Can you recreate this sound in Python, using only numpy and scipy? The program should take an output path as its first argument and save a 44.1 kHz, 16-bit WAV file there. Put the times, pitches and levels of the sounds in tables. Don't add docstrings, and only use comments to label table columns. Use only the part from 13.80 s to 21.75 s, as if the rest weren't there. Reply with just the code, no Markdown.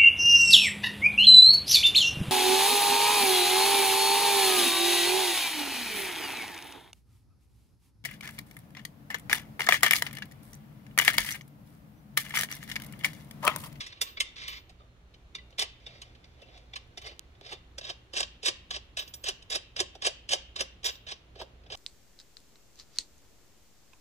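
import sys
import numpy as np
from scipy import signal
from scipy.fft import rfft, irfft, next_fast_len
from scipy.io import wavfile
from scipy.ndimage import map_coordinates

SR = 44100
rng = np.random.default_rng(int(sys.argv[2]) if len(sys.argv) > 2 else 0)


def persist_wave(psi):
    counts = np.round(np.clip(psi, -1, 1) * 32767).astype(np.int16)
    wavfile.write(sys.argv[1], SR, np.atleast_2d(counts).T)


def undo_db(level):
    steps = np.asarray(level, float) / 20
    return 10 ** steps


N = 350815


def unit(x):
    return x / np.sqrt(np.mean(np.abs(x) ** 2) + 1e-20)


def along(points, hz):
    f, v = np.transpose(points)
    return np.interp(np.log(hz + 1), np.log(f + 1), v)


def filtered(x, response):
    n = x.shape[-1]
    m = next_fast_len(n + 8192)
    hz = np.fft.rfftfreq(m, 1 / SR)
    return irfft(rfft(x, m) * response(hz), m)[..., :n]


def resonances(modes, hz):
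    center, width, db = np.transpose(modes)[..., None]
    sign = (-1) ** np.arange(len(modes))[:, None]
    return sign * undo_db(db) * 1j * hz * width / (center * center - hz * hz + 1j * hz * width)


def causal(gain):
    cepstrum = irfft(np.log(gain + 1e-6))
    half = len(cepstrum) // 2
    cepstrum[1:half] *= 2
    cepstrum[half + 1:] = 0
    return np.exp(rfft(cepstrum))


def grit(shape, spread_db):
    sizes = undo_db(spread_db * rng.standard_normal(shape))
    return unit(rng.standard_normal(shape) * sizes)


# frequency in Hz, level in dB per Hz.
AIR_COLOUR = [(12, -43), (20, -8.5), (70, -1.5), (113, -13), (198, -18.5), (347, -17.5), (472, -21),
              (949, -26.5), (1190, -26.5), (2460, -29.5), (3840, -32), (4180, -35), (4940, -40),
              (6900, -40.5), (7700, -46.5), (16000, -49.5)]
# frequency in Hz, likeness from -1 to 1.
AIR_LIKENESS = [(60, 0.96), (180, 0.84), (550, 0.73), (1650, -0.25), (4970, 0.1), (15000, -0.73)]
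# frequency in Hz, width in Hz, rms level in dB.
MACHINERY = [(58.53, 3.7, -59.5), (118.6, 12.3, -65), (173.8, 9.1, -72), (240.8, 10, -76), (4200, 30, -84)]


def background():
    def colour(hz):
        turn = np.arccos(np.clip(along(AIR_LIKENESS, hz), -1, 1)) / 2
        return undo_db(along(AIR_COLOUR, hz)) * [np.cos(turn), np.sin(turn)]

    mid, side = filtered(rng.standard_normal((2, N)), colour)
    drift = map_coordinates(rng.standard_normal(24), [np.arange(N) * 2.65 / SR])
    air = undo_db(-55.5 + 0.52 * drift) * unit(np.array([mid + side, mid - side]))
    drones = 0
    for center, width, db in MACHINERY:
        hum = filtered(rng.standard_normal(N), lambda hz: resonances([(center, width, 0)], hz)[0] ** 2)
        drones = drones + undo_db(db) * unit(hum)
    return undo_db([[-2.6], [-1.4]]) * (air + drones)


# start in seconds, level in dB, frame knock in dB, brightness in dB.
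STARTING_TAPS = [(.0081, -33.5, -24.5, -22), (.067, -40, -22, -17.5), (0.1261, -44.5, -19, -31),
                 (0.216, -23, -22, -10), (.3732, -37, -18, -38), (0.4052, -21.5, -26.5, -14),
                 (0.5662, -47, -24, -27.5), (0.6808, -34, -25, -18.5), (.8954, -53, -5.5, -17.5),
                 (1.3424, -54, -11.5, -26), (1.552, -34.5, -25, -24.5), (1.5841, -50, -21, -45),
                 (1.7071, -62, -6, -16), (1.7269, -58, -5, -35), (1.7848, -31.5, -16, -21),
                 (2.0661, -39.5, -13.5, -27), (2.2193, -41.5, -22, -17.5), (2.3516, -55.5, -11, -28),
                 (2.4432, -53, -9, -28), (2.6197, -49.5, -3, -21), (2.7759, -54, -13, -19),
                 (2.9361, -40, -15, -29), (2.96, -34, -22, -22), (3.1763, -37.5, -11, -19.5),
                 (3.2187, -46.5, -14, -19), (3.5523, -61.5, -12, -41), (3.6126, -53, 1, -24)]


def taps():
    return [(*row, 0.0029, 0.011) for row in STARTING_TAPS]


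# start in seconds, level in dB.
SKIN_BRUSHES = [(.0259, -43), (.107, -53.5), (.1758, -57), (.2764, -49), (.4654, -50.5), (1.0081, -67),
                (2.0962, -56.5), (2.1587, -57.5), (2.2653, -62.5), (2.6896, -62), (2.6019, -65.5),
                (2.7555, -57.5), (3.2516, -52), (4.5488, -68)]


def brushes():
    return [(s, db, .02, .04, 0) for s, db in SKIN_BRUSHES]


# catch in seconds, catch level in dB, stop in seconds, stop level in dB.
NUT_TURNS = [(.583, -46.5, .619, -43), (.6397, -44.5, .6996, -48), (0.7332, -45, .775, -49.5),
             (1.7947, -25.5, 1.8249, -27), (3.2703, -40, 3.3175, -51), (3.6661, -46.5, 3.7299, -38),
             (4.0515, -42, 4.1013, -35), (4.3728, -29, 4.4062, -26.5), (4.6613, -25.5, 4.684, -23),
             (4.9435, -37, 4.9642, -34.5), (5.1943, -31.5, 5.2249, -44), (5.4673, -34, 5.4891, -26),
             (5.726, -30.5, 5.7573, -27), (5.9934, -32.5, 6.0047, -22), (6.253, -29, 6.2694, -21),
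             (6.521, -26.5, 6.5355, -21), (6.7945, -38.5, 6.8092, -24.5), (7.0606, -25, 7.0936, -33.5),
             (7.288, -40, 7.32, -35.5), (7.6008, -44.5, 7.6191, -41.5), (7.9253, -38.5, 7.9499, -42)]


def turns(landings):
    wait = 0.39
    slower = 0.19
    grind_span = 0.74
    thump_db = 3
    rows = []
    for catch, catch_db, stop, stop_db in NUT_TURNS:
        since, landed_db = min((catch - row[0], row[1]) for row in landings if row[0] < catch)
        turn = stop - catch
        if since < .06:
            drag_db = (landed_db + catch_db) / 2 - 10
            rows.append((catch - since / 2, drag_db, wait * since, since / 2, -thump_db))
        catch_swell = min(0.0052 + slower * turn, wait * since)
        rows.append((catch, catch_db, catch_swell, .013, -thump_db))
        grind_db = (catch_db + stop_db) / 2 - 6
        grind_swell = min(grind_span * turn, wait * (since + turn / 2))
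        rows.append((catch + turn / 2, grind_db, grind_swell, grind_span * turn, -thump_db))
        rows.append((stop, stop_db, .002 + slower * turn, 0.0042 + slower * turn / 2, thump_db))
        rows.append((stop + 2 * .004, stop_db - 11, .004, 0.015, 0))
    return rows


# start in seconds, level in dB, frame knock in dB, brightness in dB.
SEATED_TOUCHES = [(3.983, -35.5, -8, -14), (4.0126, -43, -9, -25), (4.3361, -37, -4.5, -17.5),
                  (4.4303, -29, -17.5, -22.5), (4.631, -37.5, -6.5, -19), (4.9087, -30, -15.5, -18),
                  (5.172, -30, -15.5, -15.5), (5.278, -46, -20, -12), (5.3395, -38.5, -19, -5),
                  (5.4403, -34.5, -9.5, -11), (5.624, -50.5, -17, -14), (5.7026, -33, -14, -15.5),
                  (5.9647, -32, -14, -18.5), (6.1531, -48, 2.5, -20.5), (6.2221, -32, -16, -21),
                  (6.4922, -31.5, -29, -15), (6.761, -33, -14, -22), (7.033, -45, -9, -20),
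                  (7.045, -29.5, -12, -11.5), (7.1541, -49.5, -15, -22), (7.2686, -42.5, -9.5, -27),
                  (7.5563, -52.5, 3, -30), (7.8375, -64, 2.5, -28), (7.8642, -54, -4, -34),
                  (7.9027, -42, -4.5, -27)]


def touches():
    return [(*row, 0.0021, 0.0083) for row in SEATED_TOUCHES]


# time in seconds, frame knock in dB.
FRAME_GRIP = [(0, -23.5), (.8, -24), (1, -5), (1.8, -16), (2.1, -9.5), (2.7, -7.5), (3.3, -9), (4.1, -12.5),
              (4.7, -14), (5.2, -17), (5.75, -12.5), (6, -9.5), (6.8, -10), (7.1, -17.5), (7.3, -17.5),
              (7.6, -1), (7.95, -9)]


def volleys():
    landings = taps() + touches()
    rows = list(landings)
    for s, db, swell, fade, thump_db in brushes() + turns(landings):
        over = db + 33
        knock_db = np.interp(s, *np.transpose(FRAME_GRIP)) - 0.19 * over + thump_db
        rows.append((s, db, knock_db, -19 + 0.57 * over, swell, fade))
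    return sorted(row for row in rows if row[0] < N / SR)


def plate(hz, modes, bed, dense_db):
    damped = [(c, w + 35, db - along(bed, c)) for c, w, db in modes]
    dense = np.full(len(hz), undo_db(dense_db))
    return causal(undo_db(along(bed, hz))) * np.vstack([resonances(damped, hz), dense])


# frequency in Hz, width in Hz, level in dB.
LOOSE_MODES = [(1122, 60, -7.5), (2150, 70, -8), (2770, 40, -4.5), (3020, 18, 5), (3620, 38, -0.5),
               (4110, 27, -10), (4730, 40, -5.5), (4910, 100, -6.5), (5580, 66, -5.5), (6090, 38, -12),
               (8250, 41, -14.5), (9590, 42, -16), (10240, 34, -15.5), (10950, 35, -16.5)]
# frequency in Hz, level in dB per Hz.
LOOSE_COLOUR = [(530, -56), (900, -15.5), (1120, -11), (1450, -14.5), (2050, -2.5), (2600, -4.5),
                (3400, -3), (4400, -4.5), (6000, -9), (9500, -21), (12500, -28.5), (15800, -49.5)]
# frequency in Hz, width in Hz, level in dB.
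SEATED_MODES = [(1070, 28, -15), (1610, 18, -22), (2763, 25, -7), (2996, 34, -1), (3788, 40, 0),
                (4120, 20, -19), (4960, 110, -4), (5400, 42, -10), (5800, 58, -6.5), (7100, 70, -1.5),
                (8020, 140, -12), (8800, 40, -16.5), (9730, 33, -21.5), (10000, 23, -13.5),
                (10700, 65, -18), (12200, 57, -21)]
# frequency in Hz, level in dB per Hz.
SEATED_COLOUR = [(530, -50.5), (900, -10.5), (1120, -5.5), (1350, -15.5), (1600, -3.5), (2200, -9.5),
                 (3050, 3), (3800, -4), (4500, -4), (5600, -5), (7500, -14.5), (10400, -27), (15800, -60)]
# frequency in Hz, width in Hz, level in dB.
FRAME_MODES = [(370.4, 44, -3), (460, 128, -3.5), (529.4, 74, 0.35), (641.5, 65, -3.5), (779, 140, -8.5)]


def contacts():
    size, lead = 8192, 3072
    t = (np.arange(size) - lead) / SR
    hz = np.fft.rfftfreq(size, 1 / SR)
    steel = np.zeros((2, N + size))
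    box = np.zeros(N + size)
    frame = resonances(FRAME_MODES, hz)
    edges = signal.windows.tukey(size, .3)
    treble = np.log(causal(undo_db(np.clip(np.log2(hz / 4000 + 1e-9), 0, 1.3))))
    rows = volleys()
    seated_s = 3.9
    starting = [r for r in rows if r[0] < seated_s]
    spinning = [r for r in rows if r[0] >= seated_s]
    loose = plate(hz, LOOSE_MODES, LOOSE_COLOUR, dense_db=2.0)
    seated = plate(hz, SEATED_MODES, SEATED_COLOUR, dense_db=2.0)
    for table, modes in (starting, loose), (spinning, seated):
        for k, (s, db, knock_db, bright_db, swell, fade) in enumerate(table):
            rise_db = -10 * (np.abs(t) / max(1.11 * swell, .0003)) ** 1.39
            fall_db = -10 * t / max(0.81 * fade, .0005)
            force = edges * undo_db(np.where(t < 0, rise_db, fall_db))
            volley = rfft(grit(size, spread_db=6.5) * force)
            shine = np.exp((bright_db + 17.0) * treble)
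            plate_mix = undo_db(rng.normal(0, 3.8, len(modes))) @ modes
            frame_mix = undo_db(rng.normal(0, 2.77, len(FRAME_MODES))) @ frame
            ring = irfft(volley * shine * plate_mix)
            knock = irfft(volley * frame_mix)
            strength = np.linalg.norm(force)
            at = round(s * SR)
            steel[k % 2, at:at + size] += undo_db(db - 1.62) * strength / np.linalg.norm(ring) * ring
            box[at:at + size] += undo_db(db + knock_db + 2.0) * strength / np.linalg.norm(knock) * knock
    return steel[:, lead:N + lead], box[lead:N + lead]


# start in seconds, peak level in dB, seconds to die by 68 dB.
WASHER_BLOWS = [(0.2138, -41.5, 0.36), (0.2994, -59, 0.24), (0.4054, -62, 0.1), (0.6799, -50.5, 0.46),
                (3.2206, -70, 0.45), (5.1744, -67, 0.45), (5.1906, -49, 0.41), (5.2794, -55, 0.58),
                (5.3411, -50.5, 0.58), (5.4879, -64.5, 0.35), (6.8069, -71, 0.33), (7.0453, -43.5, 0.37),
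                (7.5986, -75, 0.45)]


def washer():
    out = np.zeros(N + SR)
    t = np.arange(SR // 2) / SR
    tone_hz, beat_hz = 12941, 9
    pair = np.sin(2 * np.pi * tone_hz * t) + 0.39 * np.sin(2 * np.pi * (tone_hz + beat_hz) * t)
    for s, db, t60 in WASHER_BLOWS:
        decay = undo_db(db + 7.5 - 68 * t / max(t60, .02))
        out[round(s * SR):][:len(t)] += decay * (1 - np.exp(-t / 0.001)) * pair
    return out[:N]


# start in seconds, frequency in Hz, peak level in dB, seconds to die by 60 dB.
PLATE_PINGS = [
    (.3725, 2233, -37, 0.073),
    (.403, 2117, -28, 0.065),
    (1.005, 1196, -54.5, 0.11),
    (1.583, 2000, -44.5, .06),
    (2.627, 2700, -47, .1),
]


def pings():
    out = np.zeros(N + SR)
    t = np.arange(SR // 5) / SR
    for s, hz, db, t60 in PLATE_PINGS:
        flutter = 1 + 0.38 * np.sin(2 * np.pi * 70 * t + rng.uniform(0, 2 * np.pi))
        envelope = undo_db(db - 60 * t / t60) * (1 - np.exp(-t / 0.0012))
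        out[round(s * SR):][:len(t)] += envelope * flutter * np.sin(2 * np.pi * hz * t)
    return out[:N]


# time in seconds, steel level in dB, frame level in dB.
FINGER_RUBS = [
    [(.558, -42.5, -70), (.66, -41, -66), (.78, -42.5, -82), (.81, -62, -75)],
    [(2.0, -62, -71), (2.15, -56, -66), (2.4, -69, -68), (2.75, -60.5, -61), (2.95, -72, -74)],
    [(3.0, -86, -70), (3.132, -69, -70), (3.6, -74, -69)],
    [(7.35, -75, -74), (7.658, -82, -62), (7.9, -74, -70)],
]


def slide():
    t = np.arange(N) / SR
    level = np.zeros((2, N))
    for rows in FINGER_RUBS:
        s, *columns = np.transpose(rows)
        level += [undo_db(np.interp(t, s, db, -120, -120)) for db in columns]

    def skin_on_steel(hz):
        return undo_db(along(LOOSE_COLOUR, hz)) / (1 + (hz / 5730) ** 4)

    rub = unit(filtered(grit(N, spread_db=5.5), skin_on_steel))
    drum = unit(filtered(grit(N, spread_db=1), lambda hz: resonances(FRAME_MODES, hz).sum(axis=0)))
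    return undo_db(-8.5) * level[0] * rub + undo_db(-4.5) * level[1] * drum


# start in seconds, peak level in dB.
NAIL_SNAPS = [
    (3.0753, -58),
    (3.3643, -57),
    (3.394, -28.5),
    (5.2766, -50),
    (5.3386, -35.5),
]


def snaps():
    out = np.zeros(N)
    t = np.arange(SR // 200) / SR
    for s, db in NAIL_SNAPS:
        out[round(s * SR):][:len(t)] += undo_db(db + 5.5 - 60 * t / .0015) * rng.standard_normal(len(t))
    return signal.lfilter(*signal.butter(2, [250, 7500], "bandpass", fs=SR), out)


# frequency in Hz, left minus right in dB.
LEFT_LEAN = [(700, -11), (1300, -6.5), (2400, 0.5), (4400, -8.5), (8100, -8), (15000, -10.5)]


def microphones(x):
    side = np.array([[1], [-1]]) / 2
    lag = 14 / 44100

    def path(hz):
        return undo_db(side * along(LEFT_LEAN, hz)) * np.exp(-2j * np.pi * hz * lag * (.5 - side))

    return filtered(x, path)


def tail(t60s, size):
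    hz, t, z = signal.stft(rng.standard_normal((2, SR // 2)), SR, nperseg=128)
    decay = undo_db(-60 * t / np.maximum(along(t60s, hz), .01)[:, None])
    out = signal.istft(z * decay, SR, nperseg=128)[1]
    return np.pad(out / np.linalg.norm(out[0]), ((0, 0), (size, 0)))[:, :SR // 2]


# frequency in Hz, seconds to die by 60 dB.
NEAR_SCATTER = [(1000, 0.024), (10000, 0.016)]
# frequency in Hz, seconds to die by 60 dB.
WORKSHOP_ECHO = [(300, 0.3), (1500, 0.37), (2600, 0.64), (4100, 0.38), (8000, 0.26), (14000, 0.06)]


def shop(x, near_db, far_db):
    near = tail(NEAR_SCATTER, size=20)
    shared = .25
    from_bolt = microphones(near[0] - near[1]) / np.sqrt(2)
    near = np.sqrt(1 - shared) * near + np.sqrt(shared) * from_bolt
    echo = undo_db(near_db) * near + undo_db(far_db) * tail(WORKSHOP_ECHO, size=250)
    return signal.oaconvolve(x[None], echo, axes=1)[:, :N]


def scene():
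    steel, box = contacts()
    steel[0] += slide() + pings()
    high = washer()
    room = sum(shop(group, near_db=-0.5, far_db=-15.0) for group in steel)
    room = room + shop(box + undo_db(3) * high, near_db=-14, far_db=-16.5)
    frame = undo_db([[-1.2], [1.2]]) * box
    direct = microphones(steel.sum(axis=0) + snaps())
    singing = np.array([undo_db(-10.5) * high, np.roll(high, 15)])
    return direct + singing + frame + room + background()


def low_pass(x):
    return signal.sosfilt(signal.butter(12, 16360, fs=SR, output="sos"), x)


def record(dry):
    mix = filtered(dry, lambda hz: hz < 15830)
    return low_pass(mix)


dry = scene()
out = record(dry)
persist_wave(out)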